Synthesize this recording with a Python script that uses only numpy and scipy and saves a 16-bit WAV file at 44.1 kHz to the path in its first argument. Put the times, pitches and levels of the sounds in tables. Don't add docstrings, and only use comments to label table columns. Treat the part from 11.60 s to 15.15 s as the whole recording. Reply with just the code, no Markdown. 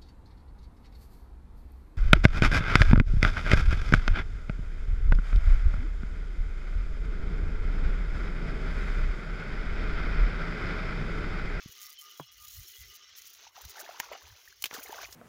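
import sys
import numpy as np
from scipy import signal
from scipy.fft import rfft, irfft
from scipy.io import wavfile
from scipy.ndimage import uniform_filter1d

SR = 44100
rng = np.random.default_rng(int(sys.argv[2]) if len(sys.argv) > 2 else 0)


def output_pcm(signal):
    pcm = np.clip(np.atleast_2d(signal).T, -1, 1) * 32767
    wavfile.write(sys.argv[1], SR, np.round(pcm).astype(np.int16))


N = 156555

# frequency in Hz, relative level in dB.
BRIGHT_SPECTRUM = [(1500, -32), (2500, -7.5), (2900, -9.5), (3620, -10), (6850, 3), (7800, -13.5),
                   (10000, -4.5), (13500, -3), (15100, 6.5), (16400, -12.5)]


def amp(db):
    return 10 ** (np.asarray(db) / 20)


def evened(x):
    return x / np.sqrt(np.mean(x ** 2) + 1e-20)


def loudness(rows, before_db=None):
    seconds, db = np.transpose(rows)
    return amp(np.interp(np.arange(N) / SR, seconds, db, left=before_db))


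def gains(spectrum, hz):
    known_hz, db = np.transpose(spectrum)
    return amp(np.interp(np.log(hz + 1), np.log(known_hz + 1), db, left=-90, right=-90))


def colour(x, spectrum):
    padded = 2 * len(x)
    return irfft(rfft(x, padded) * gains(spectrum, np.fft.rfftfreq(padded, 1 / SR)))[:len(x)]


def band_rms(x, lo_hz, hi_hz):
    hz = np.fft.rfftfreq(len(x), 1 / SR)
    band = rfft(x)[(hz > lo_hz) & (hz < hi_hz)]
    return np.sqrt(2 * np.sum(abs(band) ** 2)) / len(x)


def add(mix, start_s, sound):
    part = mix[round(start_s * SR):][:len(sound)]
    part += sound[:len(part)]


def resonate(x, hz, width_hz):
    r = np.exp(-np.pi * width_hz / SR)
    return 2 * signal.lfilter([1 - r], [1, -r * np.exp(2j * np.pi * hz / SR)], x).real


def flutter(depth_db, samples):
    drift = uniform_filter1d(uniform_filter1d(rng.standard_normal(N), samples), samples)
    return amp(depth_db * evened(drift))


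def ping(hz, t60, glide, attack_s):
    t = np.arange(round(t60 * SR) + 2) / SR
    envelope = np.minimum(t / attack_s, 1) * amp(-60 * t / t60)
    return envelope * np.sin(2 * np.pi * hz * t * (1 + glide * t / t60))


def reel():
    # frequency in Hz, relative level in dB.
    whir_spectrum = [(150, -17), (457, -14.5), (1000, -13.5), (1150, 0.5), (1740, -1), (2030, 1.5),
                     (2330, 1.5), (3010, 4), (5030, 2), (6280, 6), (7980, -21), (9000, -36), (11700, -90)]
    # time in seconds, level in dB.
    whir_levels = [(0, -59), (.17, -55.5), (.36, -63.5), (.5, -56), (.65, -64), (1.0, -60.5), (1.4, -58.5),
                   (1.6, -59), (1.88, -57.5), (1.93, -87), (1.96, -55.5), (2.2, -54.5), (2.55, -56.5),
                   (2.8, -61), (3.0, -64.5), (3.1, -61), (3.14, -47), (3.22, -63.5), (3.44, -48),
                   (3.5, -71), (3.55, -64)]
    # pitch in Hz, width in Hz, relative level in dB.
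    body_notes = [(2020, 45, -6), (2939, 66, -4), (3076, 24, -8.5), (3304, 33, -7), (3627, 39, -13),
                  (3980, 26, -11.5), (4200, 27, -6), (4800, 28, -11), (5500, 39, -6)]
    # time in seconds, level in dB.
    ring_levels = [(0, -71.5), (.3, -63), (.7, -68), (1.4, -65), (1.9, -77), (3.55, -71.5)]
    hum_hz, hum_width_hz, hum_db, patch_db = 394, 130, -25.5, 2.8
    noise = colour(rng.standard_normal(N) * flutter(2.83, samples=60), whir_spectrum)
    grid = signal.stft(noise, nperseg=1024, noverlap=768)[2]
    patches = uniform_filter1d(rng.standard_normal(grid.shape), size=14, axis=1)
    patches = evened(uniform_filter1d(patches, size=2, axis=0))
    whir = signal.istft(grid * amp(patch_db * patches), nperseg=1024, noverlap=768)[1][:N]
    whir = whir * flutter(1.6, samples=900) / band_rms(whir, 2600, 7000)
    hum = resonate(rng.standard_normal(N), hum_hz, hum_width_hz)
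    hum = evened(resonate(hum, hum_hz, hum_width_hz))
    gears = whir + amp(hum_db) * hum * flutter(6.0, samples=1500)
    ring = sum(amp(db) * flutter(6.2, samples=1200) * evened(resonate(rng.standard_normal(N), hz, width))
               for hz, width, db in body_notes)
    return gears * loudness(whir_levels) + ring * loudness(ring_levels)


def line_and_ticks():
    # time in seconds, level in dB.
    hiss_levels = [(0, -67.5), (.33, -60), (.35, -80), (.38, -75), (.42, -64), (.58, -63.5), (.69, -78),
                   (.8, -60.5), (1.1, -60), (1.36, -61.5), (1.39, -75.5), (1.55, -79), (1.6, -62.5),
                   (1.93, -71.5), (2.02, -63.5), (2.4, -66.5), (2.8, -69), (3.0, -68.5), (3.04, -62),
                   (3.1, -66), (3.15, -57), (3.55, -58)]
    # start and length in seconds, ticks per second, level in dB before boost.
    tick_runs = [(0.078, 0.014, 126, -45), (.114, 0.17, 130, -49.5), (.2015, 0.046, 206, -38),
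                 (0.259, 0.016, 134, -37.5), (.2915, 0.018, 263, -40.5), (.3225, 0.019, 154, -42),
                 (.3895, 0.0095, 187, -40), (.4055, 0.048, 140, -45), (.7135, 0.024, 180, -47.5),
                 (0.8945, 0.13, 224, -42), (1.051, 0.084, 98, -48.5), (1.152, 0.081, 126, -45.5),
                 (1.24, 0.078, 114, -49.5), (1.33, 0.043, 290, -48.5), (1.561, 0.039, 290, -41),
                 (1.616, 0.008, 520, -44), (1.6655, 0.017, 240, -40.5), (1.7326, 0.026, 120, -45),
                 (1.9655, 0.032, 117, -49), (2.0125, 0.013, 220, -42), (2.05, 0.0054, 350, -36.5),
                 (2.088, 0.03, 390, -40), (2.1892, 0.034, 365, -38), (2.338, 0.12, 110, -54),
                 (2.676, 0.0045, 200, -47)]
    boost_db, spread_db, jitter = 5.5, 1, 0.06
    rise_s, t60 = .0003, .0025
    clicks = np.zeros(N)
    for start, length, rate, db in tick_runs:
        late, louder = rng.standard_normal((40, 2)).T
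        offsets = np.arange(len(late)) / rate
        progress = np.clip((offsets + .5 / rate) / (length + 1 / rate), 0, 1)
        swell = np.sin(np.pi * progress) ** 0.75
        where = np.round((start + offsets + jitter * late / rate) * SR).astype(int)
        clicks[np.clip(where, 0, N - 1)] += swell * amp(db + boost_db + spread_db * louder)
    t = np.arange(400) / SR
    tick_shape = np.minimum(t / rise_s, 1) * amp(-60 * t / t60)
    ticks = signal.oaconvolve(clicks, tick_shape)[:N]
    noise = colour(rng.standard_normal(N), BRIGHT_SPECTRUM)
    hiss = loudness(hiss_levels) * flutter(2.48, samples=50) * flutter(4.13, samples=500)
    return (hiss + ticks) * noise / band_rms(noise, 8000, 16000)


def wind():
    # frequency in Hz, relative level in dB.
    gust_spectrum = [(20, -42), (54, 3.5), (83, 1.5), (143, -16.5), (260, -45), (340, -65)]
    # time in seconds, level in dB.
    gust_levels = [(0, -80), (.07, -64), (.15, -85.5), (.58, -92.5), (.68, -80.5), (.84, -64), (.88, -63),
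                   (.93, -68), (1.02, -40), (1.06, -81), (1.17, -79), (1.21, -54), (1.29, -55), (1.34, -79),
                   (1.42, -80.5), (2.0, -83.5), (2.07, -48), (2.13, -93), (2.53, -69), (2.58, -86),
                   (2.71, -51), (2.8, -95), (2.88, -72), (3.28, -78), (3.42, -64), (3.55, -69)]
    rumble = colour(rng.standard_normal(N), gust_spectrum) * flutter(3, samples=900)
    return rumble / band_rms(rumble, 35, 140) * loudness(gust_levels)


def finger_bumps():
    # start in seconds, level in dB, pitch in Hz, fade time in seconds.
    bumps = [(0.059, -23, 178, 0.014), (0.091, -44, 92, 0.037), (.603, -38, 167, 0.092),
             (.599, -31.5, 380, 0.027), (2.052, -43.5, 96, 0.12)]
    mix = np.zeros(N)
    for start, db, hz, t60 in bumps:
        add(mix, start, -amp(db) * ping(hz, t60, glide=-0.3, attack_s=0.0029))
    return mix


def reel_whine():
    # middle of the swell in seconds, level in dB.
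    swells = [(.19, -68.5), (.284, -60), (0.459, -60), (.565, -67), (0.699, -74), (0.831, -63), (.99, -75),
              (1.329, -65.5), (1.431, -67.5), (1.53, -73)]
    hz, swell_s = 1220, 0.037
    t = np.arange(N) / SR
    tone = evened(resonate(rng.standard_normal(N), hz, width_hz=10.8)) + np.sin(2 * np.pi * hz * t)
    return tone * sum(amp(db) * np.exp(-((t - middle) / swell_s) ** 2) for middle, db in swells)


def water_slaps():
    # time in seconds, level in dB, pitch in Hz, relative treble and spray levels in dB,
    # fade time of the spray in seconds.
    slaps = [(0.5983, -23.5, 860, -23, -17, 0.065), (2.3972, -31, 5500, -13, 0, 0.013),
             (2.401, -16.5, 1960, -3.5, -7.5, 0.024), (3.0235, -23.5, 6160, -1, -4.5, 0.02),
             (3.0408, -20.5, 2900, -1.5, -4, 0.033), (3.057, -26.5, 3120, -3, -4, 0.05),
             (3.1117, -24.5, 1560, -29, -9.5, 0.022), (3.13, -28.5, 820, -5, -19, 0.028),
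             (3.14, -34.5, 4800, -5, -5, 0.11), (3.526, -36.5, 5030, -13, -5, 0.051)]
    pulse_cycles, lead_s = 3.2, .0015
    t = np.arange(4000) / SR
    mix = np.zeros(N)
    for time, db, hz, treble_db, spray_db, t60 in slaps:
        noise = rng.standard_normal((2, len(t)))
        bright = amp(treble_db) * evened(colour(noise[1], BRIGHT_SPECTRUM))
        width_hz = 0.83 * hz
        spray = evened(resonate(resonate(noise[0], hz, width_hz), hz, width_hz)) + bright
        spray *= amp(spray_db - 60 * t / t60) * np.minimum(t / lead_s, 1) ** 2
        smack = -amp(-60 * t * hz / pulse_cycles) * np.sin(2 * np.pi * hz * t)
        snap = bright * amp(-60 * t / 0.0013)
        pulse = signal.lfilter(*signal.butter(2, 0.15 * hz, "high", fs=SR), smack + snap)
        pulse = np.roll(pulse, round(lead_s * SR))
        add(mix, time - lead_s, amp(db) * (pulse + spray))
    return mix


def froth():
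    # time in seconds, level in dB.
    churn_levels = [(1.7, -85), (1.83, -68.5), (1.93, -72.5), (2.0, -59), (2.09, -69.5), (2.2, -52.5),
                    (2.26, -56.5), (2.33, -52.5), (2.42, -55), (2.5, -59), (2.535, -42), (2.58, -63.5),
                    (2.8, -70), (2.98, -89), (3.1, -67.5), (3.14, -51), (3.19, -51.5), (3.21, -54),
                    (3.3, -54), (3.44, -49.5), (3.47, -62.5), (3.55, -67)]
    # frequency in Hz, relative level in dB.
    froth_spectrum = [(150, -57), (250, -14), (477, 0.5), (825, 3.5), (1340, 3), (1590, 1.5), (2060, -3),
                      (6360, -25), (7000, -10), (9100, -46)]
    bubbles_per_s, spread_db, hiss_share, pitch_count = 450, 3.5, .45, 30
    strength = amp(spread_db * np.minimum(rng.exponential(1, N), 3))
    births = strength * (rng.random(N) < bubbles_per_s / SR)
    pitch_index = rng.integers(0, pitch_count, N)
    bubbles = np.zeros(N)
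    for k, hz in enumerate(np.geomspace(220, 6500, pitch_count)):
        cycles = 9.5 * rng.uniform(0.88, 5.4)
        bubble = ping(hz, cycles / hz, glide=0.169 * rng.uniform(1, 2.93), attack_s=1 / hz)
        bubble *= gains(froth_spectrum, hz) * hz
        bubbles += signal.oaconvolve(births * (pitch_index == k), bubble)[:N]
    fizz = evened(bubbles) + hiss_share * evened(colour(rng.standard_normal(N), froth_spectrum))
    return fizz / band_rms(fizz, 350, 1150) * loudness(churn_levels, before_db=-120)


def plops():
    # start in seconds, level in dB, pitch in Hz.
    big_bubbles = [(1.867, -39.5, 817), (1.95, -49, 1440), (1.965, -42, 1180), (1.978, -36, 740),
                   (2.157, -37, 1390), (2.176, -38, 810), (2.202, -38, 600), (2.229, -45, 380),
                   (2.291, -29.5, 656), (2.486, -38.5, 1156), (2.515, -29.5, 566), (2.399, -26, 870),
                   (2.532, -37, 700), (2.672, -47, 826), (2.876, -36, 1700), (2.925, -41, 1500),
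                   (3.146, -37.5, 420), (3.183, -41, 920), (3.182, -42, 251), (3.294, -37, 382),
                   (3.304, -35, 1570), (3.327, -27, 815), (3.38, -47, 720), (3.411, -33.5, 1480),
                   (3.427, -44, 880), (3.448, -26, 2240), (3.487, -51, 355)]
    mix = np.zeros(N)
    for start, db, hz in big_bubbles:
        t60 = 0.027 * (800 / hz) ** 0.59
        add(mix, start, amp(db) * ping(hz, t60, glide=0.23, attack_s=0.0025))
    return mix


def scene():
    hits = finger_bumps() + water_slaps() + plops()
    return (hits + reel() + reel_whine() + line_and_ticks() + froth() + wind())[None]


def record(dry):
    cutoff_hz = 16100
    low_pass = signal.firwin(511, cutoff_hz, window=("kaiser", 9), fs=SR)
    return signal.oaconvolve(dry, low_pass[None], "same")


dry = scene()
out = record(dry)
output_pcm(out)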